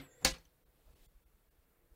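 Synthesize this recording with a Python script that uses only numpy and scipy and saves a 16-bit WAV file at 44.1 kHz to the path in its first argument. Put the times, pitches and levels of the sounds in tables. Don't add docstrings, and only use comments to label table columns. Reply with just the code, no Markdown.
import sys
import numpy as np
from scipy import signal
from scipy.fft import rfft
from scipy.io import wavfile
from scipy.ndimage import uniform_filter1d

SR = 44100
rng = np.random.default_rng(int(sys.argv[2]) if len(sys.argv) > 2 else 0)


def volts(x):
    e = np.asarray(x, float) / 20
    return 10 ** e


def master_out(mix):
    frames = np.transpose(np.atleast_2d(mix))
    ceiling = np.clip(frames, -1, 1)
    pcm = np.round(ceiling * 32767).astype(np.int16)
    wavfile.write(sys.argv[1], SR, pcm)


N = 85995
T = np.arange(N) / SR
CLACK_S = .248


def rms_one(x):
    return x / np.sqrt(np.mean(x ** 2) + 1e-20)


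def in_time(rows):
    s, *columns = np.transpose(rows)
    return [np.interp(T, s, column) for column in columns]


def at_hz(points, hz):
    point_hz, value = np.transpose(points)
    return np.interp(np.log(hz), np.log(point_hz), value)


def drift(rate):
    step = 40
    pole = np.exp(-2 * np.pi * step * rate / SR)
    white = rng.standard_normal(N // step + 2002)
    slow = signal.lfilter([1], [1, -2 * pole, pole * pole], white)[2000:]
    return np.interp(np.arange(N) / step, np.arange(len(slow)), rms_one(slow))


def ring(clicks, hz, t60):
    pole = volts(-60 / (t60 * SR))
    w = 2 * np.pi * min(hz, .45 * SR) / SR
    return signal.lfilter([0, np.sin(w)], [1, -2 * pole * np.cos(w), pole * pole], clicks + 1e-18)


def resonances(rows):
    white = rng.standard_normal(N)
    out = 0
    for hz, width, db in rows:
        t60 = np.log(1000) / np.pi / width
        out = out + volts(db) * rms_one(ring(white, hz, t60))
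    return out


def strikes(rows, modes, spread_db):
    s, db = np.transpose(rows)
    draws = rng.standard_normal((len(s), 2 * len(modes)))
    out = 0
    for k, (hz, level_db, t60) in enumerate(modes):
        strength, sign = draws[:, 2 * k], np.sign(draws[:, 2 * k + 1])
        clicks = np.zeros(N)
        clicks[(s * SR).astype(int)] = volts(db + level_db + spread_db * strength) * sign
        out = out + ring(clicks, hz, t60)
    return out


# (frequency [Hz], t60 [s])
ROOM_DECAY = [(60, .4), (250, .28), (700, 0.25), (2000, 0.22), (4500, .19), (8000, 0.17), (15000, .16)]


def noise(spectrum, patchy_db, start=None):
    out, power = 0, 0
    edges = 22 * 2 ** np.arange(0, 9.7, 1 / 3)
    white = rng.standard_normal((2, N))
    for k, (low, high) in enumerate(zip(edges, edges[1:])):
        band_pass = signal.butter(2, [low, high], "band", fs=SR, output="sos")
        band = signal.sosfilt(band_pass, white[k % 2])
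        hz = np.sqrt(low * high)
        level_db = at_hz(spectrum, hz)
        power += volts(2 * level_db) * 2 * (high - low) / SR
        gain_db = level_db + patchy_db * drift(15)
        if start is not None:
            gain_db = gain_db - 60 * np.maximum(T - start, 0) / at_hz(ROOM_DECAY, hz)
        out = out + volts(gain_db) * band
    return out / np.sqrt(power)


# (time [s], peak level [dB])
LINK_STRIKES = [(.2460, -32), (.2469, -30), (.2478, -19), (.2484, -17), (.2491, -11), (.2500, -17),
                (.2510, -17), (.2526, -20), (.2546, -23), (.2575, -25), (.2595, -26)]
# (frequency [Hz], level [dB], t60 [s])
LINK_MODES = [(2224, -15.5, 0.0045), (3250, -13.5, .006), (4610, -6, 0.0058), (6417, -0.5, 0.003),
              (9197, -9.5, .003), (11070, -15, .003), (15000, -12.5, 0.0025)]
# (frequency [Hz], level [dB], t60 [s])
BODY_MODES = [(50, -19.5, 0.23), (161.1, -26.5, 0.3), (259.9, -25.5, .2), (323.8, -26.5, .2),
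              (525.4, -18.5, .2), (782, -17.5, 0.12), (1031, -25, .15), (1660, -23.5, .18),
              (1768, -21.5, 0.13), (2000, -24, .2), (2215, -18.5, 0.12), (2736, -21, .13), (3926, -20, .14),
              (4350, -24, 0.23)]
# (frequency [Hz], density [dB per Hz])
CLACK_ROOM_TONE = [(60, -24), (150, -11), (600, -9.5), (1300, -10), (2200, -6.5), (4300, -1.5), (8000, -9),
                   (15800, -27)]


def clack():
    room_db, build_s, body_spread_s = -26, .002, .004
    rise = 1 - np.exp(-np.maximum(T - CLACK_S, 0) / build_s)
    room = volts(room_db) * rise * noise(CLACK_ROOM_TONE, 2.5, CLACK_S)
    body = 0
    for mode in BODY_MODES:
        wake_s = CLACK_S + body_spread_s * rng.random()
        body = body + strikes([(wake_s, -14)], [mode], 0)
    return strikes(LINK_STRIKES, LINK_MODES, spread_db=0.5) + body + room


# (frequency [Hz], level [dB], t60 [s])
KNOCK_MODES = [(45, -54.5, .3), (144, -52, .25), (272, -48.5, .2), (2120, -53, 0.052)]
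# (frequency [Hz], density [dB per Hz])
KNOCK_ROOM_TONE = [(30, -3.5), (294, -4), (645, -7), (2270, -10.5), (4300, -13.5), (5700, -30),
                   (8600, -27.5), (15800, -34)]


def knock():
    room_db = -51
    modes = 0
    for hz, db, t60 in KNOCK_MODES:
        modes = modes + volts(db - 60 * T / t60) * np.cos(2 * np.pi * (hz * T + rng.random()))
    return modes + volts(room_db) * noise(KNOCK_ROOM_TONE, 1.3, 0)


# (time [s], frequency [Hz], level [dB])
ROTOR = [(.008, 8030, -85), (.016, 8025, -71), (.045, 7940, -74), (.075, 7640, -76), (.1, 7250, -73),
         (.125, 7170, -71), (.16, 7530, -75), (.197, 7730, -75), (.243, 6980, -69)]
# (multiple [ratio], level [dB], extra level [dB per 100 Hz of speed])
ROTOR_PARTIALS = [(1, 0, 0.0), (.957, -12, -.3), (.915, -13, -.3), (1.295, -13, 1.8), (1.505, -8, 1.8),
                  (1.63, -17, 2.1)]
# (frequency [Hz], width [Hz], level [dB])
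ROTOR_CASE = [(1900, 130, -76.5), (3482, 50, -83.5), (1600, 60, -81.5), (500, 40, -72)]


def whir():
    mean_hz, wobble, flicker_db = 7600, 0.0018, 3.5
    hz, db = in_time(ROTOR)
    hz = uniform_filter1d(hz, size=900)
    turns = np.cumsum(hz * (1 + wobble * drift(60))) / SR
    partials = 0
    for multiple, level_db, slope in ROTOR_PARTIALS:
        partial_db = level_db + slope * (hz - mean_hz) / 100 + flicker_db * drift(25)
        partials = partials + volts(partial_db) * np.sin(2 * np.pi * multiple * turns)
    rotor = np.sqrt(2) * volts(db) * partials * (T > ROTOR[0][0])
    return (rotor + resonances(ROTOR_CASE)) * (T < CLACK_S)


# (time [s], peak level [dB], frequency [Hz])
LINK_TICKS = [(.215, -71, 3460), (.222, -59.5, 2000), (.453, -59, 6080), (.456, -60.5, 3100),
              (.385, -57, 6100), (1.06, -65, 7100)]


def ticks():
    ring_t60, overtone_t60, puff_t60, room_db = .012, 0.0031, .08, -13.5
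    out, white = 0, rng.standard_normal(N)
    for s, db, hz in LINK_TICKS:
        age = np.maximum(T - s, 0)
        puff = volts(room_db - 60 * age / puff_t60) * (age > 0) * white * 0.1
        puff[int(s * SR)] = 1
        tick = ring(puff, hz, ring_t60) + .5 * ring(puff, hz * 1.9, overtone_t60)
        out = out + volts(db) * tick
    return out


# (time [s], level [dB])
HAND_SLIDE = [(.05, -71), (.2, -75.5), (.24, -49.5), (.45, -81.5), (.7, -81), (.8, -79), (.95, -74.5),
              (1.05, -84), (1.6, -83.5), (1.95, -79)]
# (frequency [Hz], density [dB per Hz])
SKIN_TONE = [(70, -26), (130, 1), (215, -11.5), (500, -9), (900, -14), (2500, -23), (3300, -44.5)]
# (frequency [Hz], width [Hz], level [dB])
WOOD_HUM = [(347, 38, -7.5), (465, 43, -4)]


def slide():
    level_db, = in_time(HAND_SLIDE)
    return volts(level_db) * (noise(SKIN_TONE, 2.5) + resonances(WOOD_HUM))


# (time [s], level [dB])
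SLEEVE_MOVES = [(.06, -89), (.212, -78), (.2155, -67), (.24, -70.5), (.45, -79), (.65, -87), (.8, -80.5),
                (.93, -77), (.97, -75), (1.055, -70), (1.075, -85.5), (1.6, -86.5), (1.85, -88.5),
                (1.95, -80.5)]
# (frequency [Hz], density [dB per Hz])
CLOTH_TONE = [(120, -40.5), (200, -4), (447, -1.5), (879, -9), (946, -16.5), (3800, -5.5), (5180, -11),
              (15800, -11)]


def sleeves():
    level_db, = in_time(SLEEVE_MOVES)
    return volts(level_db) * noise(CLOTH_TONE, 1.9)


# (time [s], peak level [dB], frequency [Hz])
TABLE_THUMPS = [(.21, -64, 50), (0.326, -40.5, 45), (.40, -61, 45), (.47, -62, 45), (0.521, -68, 45),
                (0.689, -61, 45), (.76, -69, 50), (.875, -56.5, 42.6), (0.903, -55, 48), (.945, -58.5, 68),
                (1.019, -57, 30.3), (1.069, -62.5, 118), (1.079, -58, 37.3), (1.165, -54.5, 37.8),
                (1.209, -74, 45), (1.264, -59.5, 45), (1.352, -60, 45), (1.489, -64, 45),
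                (1.541, -68.5, 45), (1.591, -61, 60), (1.835, -63, 36), (1.925, -54.5, 45)]


def thumps():
    swell_cycles = 0.58
    out = 0
    for s, db, hz in TABLE_THUMPS:
        cycles = (T - s) * hz
        swell = np.exp(-(cycles / swell_cycles) ** 2)
        out = out + volts(db) * swell * np.cos(2 * np.pi * (cycles + rng.random()))
    return out


# (frequency [Hz], density [dB per Hz])
HISS_TONE = [(15, -36), (25, 3.5), (96, -14), (261, -19.5), (449, -23.5), (857, -27), (1510, -26.5),
             (5520, -40), (15800, -28)]


def hiss():
    return volts(-73.5) * noise(HISS_TONE, 1.1)


def scene():
    cloth = sleeves()
    watch = clack() + knock() + ticks() + whir()
    table = thumps() + slide()
    return (cloth + watch + table + hiss())[None]


def bridge(x, s, count):
    level_db, length_s, size = -2, .012, 512
    end = int(s * SR) - 200
    height = np.abs(rfft(x[end - size:end] * np.hanning(size))) / (size / 4)
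    tops = signal.argrelmax(height[8:170])[0] + 8
    prominence = height / uniform_filter1d(height, size=25)
    tops = tops[np.argsort(prominence[tops])[-count:]]
    tones = sum(height[k] * np.sin(2 * np.pi * (k * SR / size * T + rng.random())) for k in tops)
    return volts(level_db) * tones * np.exp(-((T - s) / length_s) ** 4)


# (time [s], length [s], level [dB])
GAPS = [(.239, .005, -14), (.33, .006, -12), (.648, .008, -18), (.947, .005, -16), (1.077, .006, -20),
        (1.25, .008, -18), (1.5, .007, -16)]


def starve(dry):
    low_hz, high_hz = 500, 14600
    gap_db = sum(db * np.exp(-((T - s) / length) ** 2) for s, length, db in GAPS)
    band_pass = signal.butter(3, [low_hz, high_hz], "band", fs=SR, output="sos")
    band = signal.sosfiltfilt(band_pass, dry)
    bridges = sum(bridge(dry[0], s, count=8) for s, _, _ in GAPS)
    return dry - (1 - volts(gap_db)) * band + bridges


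def roll_off(x):
    return signal.sosfilt(signal.butter(12, 16510, fs=SR, output="sos"), x)


def record(dry):
    top_cut = signal.cheby2(12, 40, 16200, fs=SR, output="sos")
    mix = signal.sosfilt(top_cut, starve(dry))
    return roll_off(mix)


dry = scene()
out = record(dry)
master_out(out)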